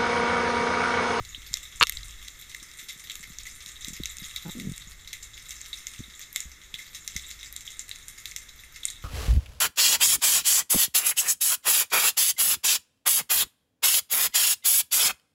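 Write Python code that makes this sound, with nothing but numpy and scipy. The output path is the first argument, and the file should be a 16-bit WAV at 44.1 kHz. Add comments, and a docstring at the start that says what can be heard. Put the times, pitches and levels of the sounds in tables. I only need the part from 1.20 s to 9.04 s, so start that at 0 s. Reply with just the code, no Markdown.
"""Snapping shrimp crackle all around a camera in a dive housing that drifts over a rocky reef.
Near shrimp are sharp cracks with a wash of rock echoes; far ones are a fizz of countless small ticks over noise.
The resonances of the housing colour them all. Ringing modes make one short rattle of the housing and its soft
bumps, stick-slip pulses make the grip rub, and filtered noise makes the water that rumbles past."""
import sys
import numpy as np
from scipy import signal
from scipy.fft import rfft, irfft
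from scipy.io import wavfile

SR = 44100
rng = np.random.default_rng(int(sys.argv[2]) if len(sys.argv) > 2 else 0)


def wrap_up_sound(samples):
    """Save the sound to the file named by the first command line argument, as 16-bit audio."""
    columns = np.atleast_2d(samples).T
    # keep every value between -1 and 1, then stretch to whole-number steps
    tamed = np.clip(columns, -1, 1)
    steps = np.round(tamed * 32767).astype(np.int16)
    wavfile.write(sys.argv[1], SR, steps)


N = 345744

PIVOT_HZ = 3750  # spectral tilts turn around this pitch
CUTOFF_HZ = 15400  # top of the microphone signal
SIZE = 8192  # samples in a filter, an echo tail or a struck mode
HZ = np.maximum(np.arange(SIZE // 2 + 1) * SR / SIZE, 1)
AGE = np.arange(SIZE) / SR  # seconds since an event began


def from_db(db):
    """Decibels to gain."""
    return 10 ** (np.asarray(db) / 20)


def rms_one(x):
    """Scale to an rms of one."""
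    return x / np.sqrt(np.mean(x ** 2) + 1e-20)


def in_time(rows):
    """Draw straight lines between the rows of a curve: each column at every sample."""
    s, *columns = np.transpose(rows)
    return [np.interp(np.arange(N) / SR, s, c) for c in columns]


def add(out, s, sound):
    """Mix a sound in at a time in seconds."""
    start = max(int(s * SR), 0)
    out[start:start + len(sound)] += sound[:N - start]


def butter(x, hz, kind, order=2):
    """Butterworth filter: a smooth low or high cut."""
    sos = signal.butter(order, np.clip(hz, 10, .45 * SR), kind, fs=SR, output="sos")
    return signal.sosfilt(sos, x)


def impulse(gain):
    """The most compact causal pulse with this spectrum (minimum phase), scaled to an energy of one."""
    cepstrum = irfft(np.log(gain / gain.max() + 1e-5))
    # fold the cepstrum onto positive time
    cepstrum[1:SIZE // 2] *= 2
    cepstrum[SIZE // 2 + 1:] = 0
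    pulse = irfft(np.exp(rfft(cepstrum)))
    return pulse / np.linalg.norm(pulse)


def colour(x, gain):
    """Pass a sound through a causal filter with the shape of this spectrum."""
    return signal.oaconvolve(x, impulse(gain))[:len(x)]


def hump(hz, width_hz):
    """A resonance peak of height one."""
    return 1 / (1 + (2 * (HZ - hz) / width_hz) ** 2)


def resonances(table):
    """Gain of a set of resonance peaks, summed in power."""
    return np.sqrt(sum((from_db(db) * hump(hz, width)) ** 2 for hz, width, db in table))


def ring(hz, t60):
    """A struck mode: a sine that falls by 60 dB in t60 seconds."""
    return np.sin(2 * np.pi * hz * AGE) * from_db(-60 * AGE / t60)


def near_snaps(echo_trim_db=1):
    """The nearest shrimp: single loud cracks, each with its own pitch and echo."""
    # The nearest snaps. Each row: start in seconds, crack level in dB, pitch favoured by the path in Hz,
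    # its emphasis in dB, echo level in dB ahead of the trim.
    cracks = [(0.147, -33.5, 3310, 49, -52), (0.3403, -21, 5600, 18, -41), (0.371, -34.5, 8160, 9, -53),
              (0.5997, -35, 6800, 36, -40), (0.67, -29.5, 4200, 6, -43), (0.6956, -23.5, 11200, 8.5, -58),
              (0.7226, -36, 2800, 2, -45), (0.771, -31.5, 4100, 19, -60), (0.832, -40.5, 4100, 23, -63),
              (1.083, -36, 4340, 9, -54), (1.3476, -33, 2210, 7, -54), (1.594, -43, 3400, -1, -43),
              (1.6854, -45, 4500, 6, -37.5), (1.8983, -33.5, 3340, 19, -41), (1.955, -36, 2200, 1, -50),
              (2.029, -43, 2200, 10, -46), (2.186, -34.5, 5660, 15, -47.5), (2.2545, -42.5, 1990, 14, -50),
              (2.2674, -41, 2000, 8, -45), (2.4614, -37.5, 4960, 7, -50), (2.6467, -32, 4900, 15, -58),
              (2.6838, -35.5, 8000, 13, -43.5), (2.734, -39.5, 6840, 11, -45.5),
              (2.8355, -31.5, 3680, 7, -51), (2.857, -28, 4550, 15, -44), (2.9845, -37.5, 6000, 16, -62),
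              (3.0428, -40, 3250, 8, -45), (3.1615, -29.5, 4050, 9.5, -40), (3.399, -35, 9500, -4, -43),
              (3.5622, -46, 11300, 11, -50), (3.9311, -36, 2250, 9, -38.5), (4.028, -44, 7100, 16, -43),
              (4.3075, -35.5, 6200, 4, -40), (4.4148, -36, 7050, 20, -58), (4.5303, -31.5, 3940, 22, -40.5),
              (4.6694, -30.5, 6500, 8, -43), (5.0145, -42, 6900, 18, -45), (5.1286, -41, 13300, 25, -53),
              (5.1607, -23, 3940, 3, -37.5), (5.2043, -30, 7450, 13, -41), (5.5415, -31.5, 3400, 19, -40.5),
              (5.586, -45, 1960, 13, -39.5), (5.748, -39.5, 6100, 5, -40), (5.8775, -29, 5850, 8, -41),
              (5.9638, -30.5, 5600, 11, -36), (5.996, -42, 3660, 17, -60), (6.103, -46, 7200, 14, -43.5),
              (6.2304, -39, 3400, 9, -47), (6.3264, -39, 12900, 14, -52), (6.364, -32, 7940, 12, -44),
              (6.4077, -42, 6800, 7, -48), (6.477, -34.5, 3240, 28, -47), (6.5936, -31, 7260, 17.5, -41),
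              (6.693, -38, 10900, 8, -54), (6.7135, -32.5, 4100, 18, -42.5), (6.883, -36.5, 10200, 15, -44),
              (7.0566, -32, 4000, 9, -41.5), (7.1131, -39.5, 6100, 16, -55),
              (7.1631, -29.5, 6800, 8.5, -40.5), (7.56, -47, 5100, 5, -45.5), (7.6535, -21, 8750, 22, -37),
              (7.685, -34.5, 4000, 36, -44.5), (7.702, -34.5, 7900, 13, -44.5)]
    out = np.zeros(N)
    for s, crack_db, favoured_hz, favour_db, echo_db in cracks:
        add(out, s, snap(crack_db, favoured_hz, favour_db, echo_db + echo_trim_db))
    return out


def snap(crack_db, favoured_hz, favour_db, echo_db, crack_s=0.0056, tilt_db=-0.43, echo_tilt_db=-1.0,
         echo_share=0.71, smear_s=0.001, smear=0.23, low_cut_hz=1700, patchy_db=1.2):
    """A claw snap is one collapsing bubble: a crack smeared by paths through the housing, then echoes."""
    own = from_db(favour_db * hump(favoured_hz, favoured_hz / 2))
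    # the direct click, then a dense fading scatter
    paths = (AGE == 0) + smear * rng.standard_normal(SIZE) * np.exp(-AGE / smear_s)
    crack_gain = housing(tilt_db, low_cut_hz) * own * path_colour(patchy_db)
    crack = colour(paths, crack_gain)
    # the echoes keep only a share of the favoured pitch
    echo_gain = housing(echo_tilt_db, low_cut_hz) * own ** echo_share * path_colour(patchy_db)
    echoes = colour(rock_echoes(), echo_gain)
    # crack_db is the rms the crack's energy would have if spread over crack_s
    crack *= np.sqrt(crack_s * SR) / np.linalg.norm(crack)
    return from_db(crack_db) * crack + from_db(echo_db) * echoes


def housing(tilt_db, low_cut_hz=1150, tilt_end_hz=8000):
    """Gain of the housing walls: they resonate and shut out the bass; the tilt in dB per octave sets brightness."""
    # Housing resonances that waterborne sound comes through.
    # Each row: pitch in Hz, width in Hz, relative height in dB.
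    wall_peaks = [(1267, 305, -9), (1793, 244, -6), (2093, 312, 1), (2668, 410, -8), (3455, 560, -4),
                  (3837, 410, -2), (4530, 410, -11), (5340, 500, -6.5), (6200, 910, -5), (6960, 1100, -4),
                  (7540, 750, -6), (8850, 730, -8), (9480, 930, -10.5), (11620, 1560, -13.5),
                  (13100, 3200, -13), (14750, 1500, -21)]
    octaves = np.log2(np.clip(HZ, low_cut_hz, tilt_end_hz) / PIVOT_HZ)
    bass_cut = 1 / np.sqrt(1 + (low_cut_hz / HZ) ** 8)
    return resonances(wall_peaks) * bass_cut * from_db(tilt_db * octaves)


def path_colour(spread_db, count=26):
    """Every path through the rocks cancels some pitches and favours others, here at random."""
    knots_hz = np.linspace(0, CUTOFF_HZ, count)
    return from_db(spread_db * np.interp(HZ, knots_hz, rng.standard_normal(count)))


def rock_echoes(early_t60=0.12, late_t60=0.31, late_db=-6, uneven_db=3):
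    """Many uneven reflections: a quick burst from near rocks together with a longer, weaker wash."""
    # the strength jumps every 64 samples
    strengths = from_db(uneven_db * np.repeat(rng.standard_normal(SIZE // 64), 64))
    paths = rms_one(rng.standard_normal(SIZE) * strengths)
    decay = from_db(-60 * AGE / early_t60) + from_db(late_db - 60 * AGE / late_t60)
    onset = np.minimum(AGE / 0.0018, 1)
    return paths * decay * onset


def scattered_snaps(level_db=-44.5, spread_db=3.3, echo_db=-52, echo_spread_db=3, centre_hz=5400,
                    spread_octaves=0.65, favour_db=12, count=46):
    """Shrimp a little farther off snap at chance moments, each by a path of its own."""
    out = np.zeros(N)
    # one snap at a random moment in each equal slot
    times = (np.arange(count) + rng.random(count)) * N / SR / count
    for s, (size, pitch, wet) in zip(times, rng.standard_normal((count, 3))):
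        crack_db = level_db + spread_db * size
        favoured_hz = centre_hz * 2 ** (spread_octaves * pitch)
        add(out, s, snap(crack_db, favoured_hz, favour_db, echo_db + echo_spread_db * wet))
    return out


def far_snaps(per_s=450, size_db=12.5, largest=3, grain_db=-3.5, wash_db=-6.5, wash_tilt_db=-2.0,
              favour_db=14, wet_db=-27, patchy_db=5.0, low_hz=3000, high_hz=13000, count=20):
    """The colony: countless small snaps of many favoured pitches over the smooth wash of the farthest."""
    # Loudness of the colony as the camera drifts over it. Each row: time in seconds, rms level in dB.
    loudness = [(0.0, -46.5), (1.0, -46.8), (1.4, -47.5), (1.68, -47), (2.0, -49), (2.2, -49.5),
                (2.45, -47), (3.4, -44), (3.82, -51.5), (4.62, -45.5), (5.0, -49), (5.3, -50), (5.8, -51.5),
                (6.1, -46.5), (6.42, -51), (7.0, -48), (7.4, -50.5), (7.84, -51)]
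    colony_db, = in_time(loudness)
    grains, walls = np.zeros(N), housing(wash_tilt_db)
    # each pitch group shares one tick, struck at random moments and sizes
    for hz in np.geomspace(low_hz, high_hz, count):
        born = rng.random(N) < per_s / count / SR
        sizes = from_db(size_db * np.minimum(rng.exponential(1, N), largest))
        gain = walls * from_db(favour_db * hump(hz, hz / 2))
        click = (AGE == 0) + from_db(wet_db) * rock_echoes()
        tick = colour(click, gain * path_colour(patchy_db)) * np.linalg.norm(gain)
        grains += signal.oaconvolve(born * sizes, tick)[:N]
    wash = colour(rng.standard_normal(N), walls)
    fizz = from_db(grain_db) * rms_one(grains) + from_db(wash_db) * wash
    return from_db(colony_db) * rms_one(fizz)


def rattle(low_cut_hz=850):
    """Something hard bounces on the housing; each contact rings it with a brightness of its own."""
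    # Hard contacts of a short rattle. Each row: start in seconds, peak in dB ahead of the final rounding,
    # contact cut-off in Hz.
    contacts = [(0.6106, -2, 2300), (0.617, -13, 4500), (0.6211, -3.5, 2770), (0.6274, 4.5, 6140),
                (0.6345, -2.5, 6300)]
    # What the struck housing rings with. Each row: pitch in Hz, typical strength in dB, decay t60 in seconds.
    shell_modes = [(460, -13.5, 0.028), (926, -13, 0.018), (1084, -19, 0.041), (1185, -6.5, 0.027),
                   (1387, -11, 0.025), (1570, -5.5, 0.0091), (1840, -19, 0.015), (2310, -5.5, 0.011),
                   (2714, -7.5, 0.027), (2850, -5.5, 0.014), (3730, -1.5, 0.0094), (4300, 2, 0.0075),
                   (5880, -3.5, 0.005), (6860, 0, 0.0037), (10900, 10, 0.0053), (13500, -26, .003)]
    out = np.zeros(N)
    for s, peak_db, contact_hz in contacts:
        # every contact excites the modes a little differently
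        strengths = from_db(1.5 * rng.standard_normal(len(shell_modes)))
        modes = np.zeros(SIZE)
        for k, (hz, db, t60) in enumerate(shell_modes):
            sign = (-1) ** (k // 2)
            modes += sign * strengths[k] * from_db(db) * ring(hz, t60)
        knock = butter(modes, contact_hz, "low", order=3)
        knock = butter(knock, low_cut_hz, "high")
        add(out, s, from_db(peak_db) * knock / np.abs(knock).max())
    return out


def thumps():
    """The firmer bumps of the grip, each a dull thud with some sway."""
    # Soft bumps of the grip. Each row: start in seconds, thud peak in dB, pitch in Hz,
    # sway of the whole housing in dB ahead of the trim in bump().
    bumps = [(0.003, -30.5, 109, -54), (0.177, -46, 258, -57), (0.311, -42.5, 126, -43),
             (0.61, -32.5, 125, -43), (0.622, -31.5, 385, -42), (2.0, -46.5, 170, -56),
             (2.101, -42, 175, -46), (2.68, -34.5, 228, -54), (2.704, -38, 178, -61),
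             (2.727, -40, 170, -53), (2.7993, -30.5, 315, -49), (2.801, -28.5, 170, -34),
             (3.02, -37, 170, -69), (3.471, -23, 187, -58), (3.492, -26, 152, -56),
             (3.515, -28.5, 165, -38), (3.67, -44, 158, -57), (4.793, -34, 105, -36),
             (4.803, -31, 234, -56), (4.88, -46.5, 210, -48), (5.255, -45, 146, -35.5),
             (5.538, -46.5, 160, -56), (5.956, -37, 170, -35), (5.961, -42, 85, -53)]
    out = np.zeros(N)
    for s, peak_db, hz, sway_db in bumps:
        add(out, s, bump(peak_db, hz, sway_db))
    return out


def bump(peak_db, hz, sway_db, cycles=5.5, soft_hz=380, hollow_hz=80, sway_hz=62, sway_t60=0.25, sway_trim_db=-2):
    """A padded bump gives a few dull cycles and leaves the housing swaying."""
    thud = butter(ring(hz, cycles / hz), soft_hz, "low", order=3)
    thud = butter(thud, hollow_hz, "high", order=1)
    sway = butter(ring(sway_hz, sway_t60), soft_hz, "low")
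    return from_db(peak_db) * thud / np.abs(thud).max() + from_db(sway_db + sway_trim_db) * sway


def fidgets(from_s=1.3, to_s=3.7, level_db=-53, spread_db=2.5, pitch_hz=190, spread_octaves=.4,
            sway_db=-60, count=14):
    """While the camera is turned the grip shifts in many faint bumps."""
    out = np.zeros(N)
    times = from_s + (to_s - from_s) * (np.arange(count) + rng.random(count)) / count
    for s, (size, pitch) in zip(times, rng.standard_normal((count, 2))):
        hz = pitch_hz * 2 ** (spread_octaves * pitch)
        add(out, s, bump(level_db + spread_db * size, hz, sway_db))
    return out


def rub(jitter=0.24, soft_hz=620, rasp_top_hz=1700, uneven_db=3, attack_s=0.004, release_s=0.0041,
        slowing_per_s=2.0):
    """Stick and slip: uneven slips drive dull resonances and a rasp, and slow down as the grip settles."""
    # The grip slides over the housing. 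Each row: start in seconds, length in seconds, level in dB,
    # typical slips per second at the start, rasp in dB relative to the dull body.
    slides = [(3.249, 0.048, -38, 175, -11.5), (3.349, 0.14, -38, 225, -38)]
    # Dull resonances of the grip. Each row: pitch in Hz, width in Hz, relative height in dB.
    grip_peaks = [(170, 180, 0), (332, 61, -16), (480, 180, -26)]
    # Resonances of its rasp. Each row: pitch in Hz, width in Hz, relative height in dB.
    rasp_peaks = [(510, 300, 0), (850, 220, 2.5), (1450, 400, -3)]
    out, age = np.zeros(N), np.arange(2 * SIZE) / SR
    for s, length_s, level_db, per_s, rasp_db in slides:
        wander = rms_one(butter(rng.standard_normal(len(age)), 90, "low"))
        rate = per_s * np.exp(jitter * wander - slowing_per_s * np.minimum(age, length_s))
        # one pulse each time the running count of slips passes a whole number
        slips = np.diff(np.floor(np.cumsum(rate) / SR), prepend=-1)
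        slips = slips * from_db(uneven_db * rng.standard_normal(len(age)))
        body = butter(colour(slips, resonances(grip_peaks)), soft_hz, "low")
        body = butter(body, 98, "high")
        rasp = butter(colour(slips, resonances(rasp_peaks)), rasp_top_hz, "low", order=4)
        rasp = butter(rasp, 300, "high")
        release = np.exp(-np.maximum(age - length_s, 0) / release_s)
        pressure = np.minimum(age / attack_s, 1) * release
        add(out, s, from_db(level_db) * pressure * (rms_one(body) + from_db(rasp_db) * rms_one(rasp)))
    return out


def flow(trim_db=-0.5, steady_db=-53, eddy_hz=130):
    """Eddies on the housing swell and fade in the bass; above them the sea murmurs evenly."""
    # Water flowing past. Each row: time in seconds, gain of the eddies in dB ahead of the trim.
    swells = [(0.0, -44), (0.45, -52.5), (0.8, -41.5), (1.15, -53), (1.66, -60), (2.09, -51), (2.55, -52.5),
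              (2.82, -47), (3.0, -50), (3.7, -48.5), (4.45, -53.5), (5.05, -58), (5.6, -56), (6.2, -53),
              (7.0, -54.5), (7.84, -53)]
    # Spectrum of the water. Each row: pitch in Hz, relative density in dB per Hz.
    rumble = [(12, 1.5), (28, -0.5), (50, 4), (75, -5), (110, -9), (200, -18.5), (400, -22), (700, -29),
              (1100, -25.5), (2000, -15.5), (5000, -89)]
    flow_db, = in_time(swells)
    hz, db = np.transpose(rumble)
    gain = from_db(np.interp(np.log(HZ), np.log(hz), db))
    water = colour(rng.standard_normal(N + SIZE), gain)[SIZE:]  # drop the filter's run-in
    eddies = butter(water, eddy_hz, "low", order=3)
    murmur = butter(water, eddy_hz, "high", order=3)
    return from_db(flow_db + trim_db) * eddies + from_db(steady_db) * murmur


def scene():
    """Shrimp, handling and water at one microphone."""
    shrimp = near_snaps() + scattered_snaps() + far_snaps()
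    handling = rattle() + thumps() + fidgets() + rub()
    return (shrimp + handling + flow())[None]


def record(dry):
    """The loudest peaks are rounded off and the top is cut steeply."""
    rounded = .9 * np.tanh(dry / .9)
    return signal.sosfilt(signal.ellip(10, .2, 80, CUTOFF_HZ, fs=SR, output="sos"), rounded)


dry = scene()
out = record(dry)
wrap_up_sound(out)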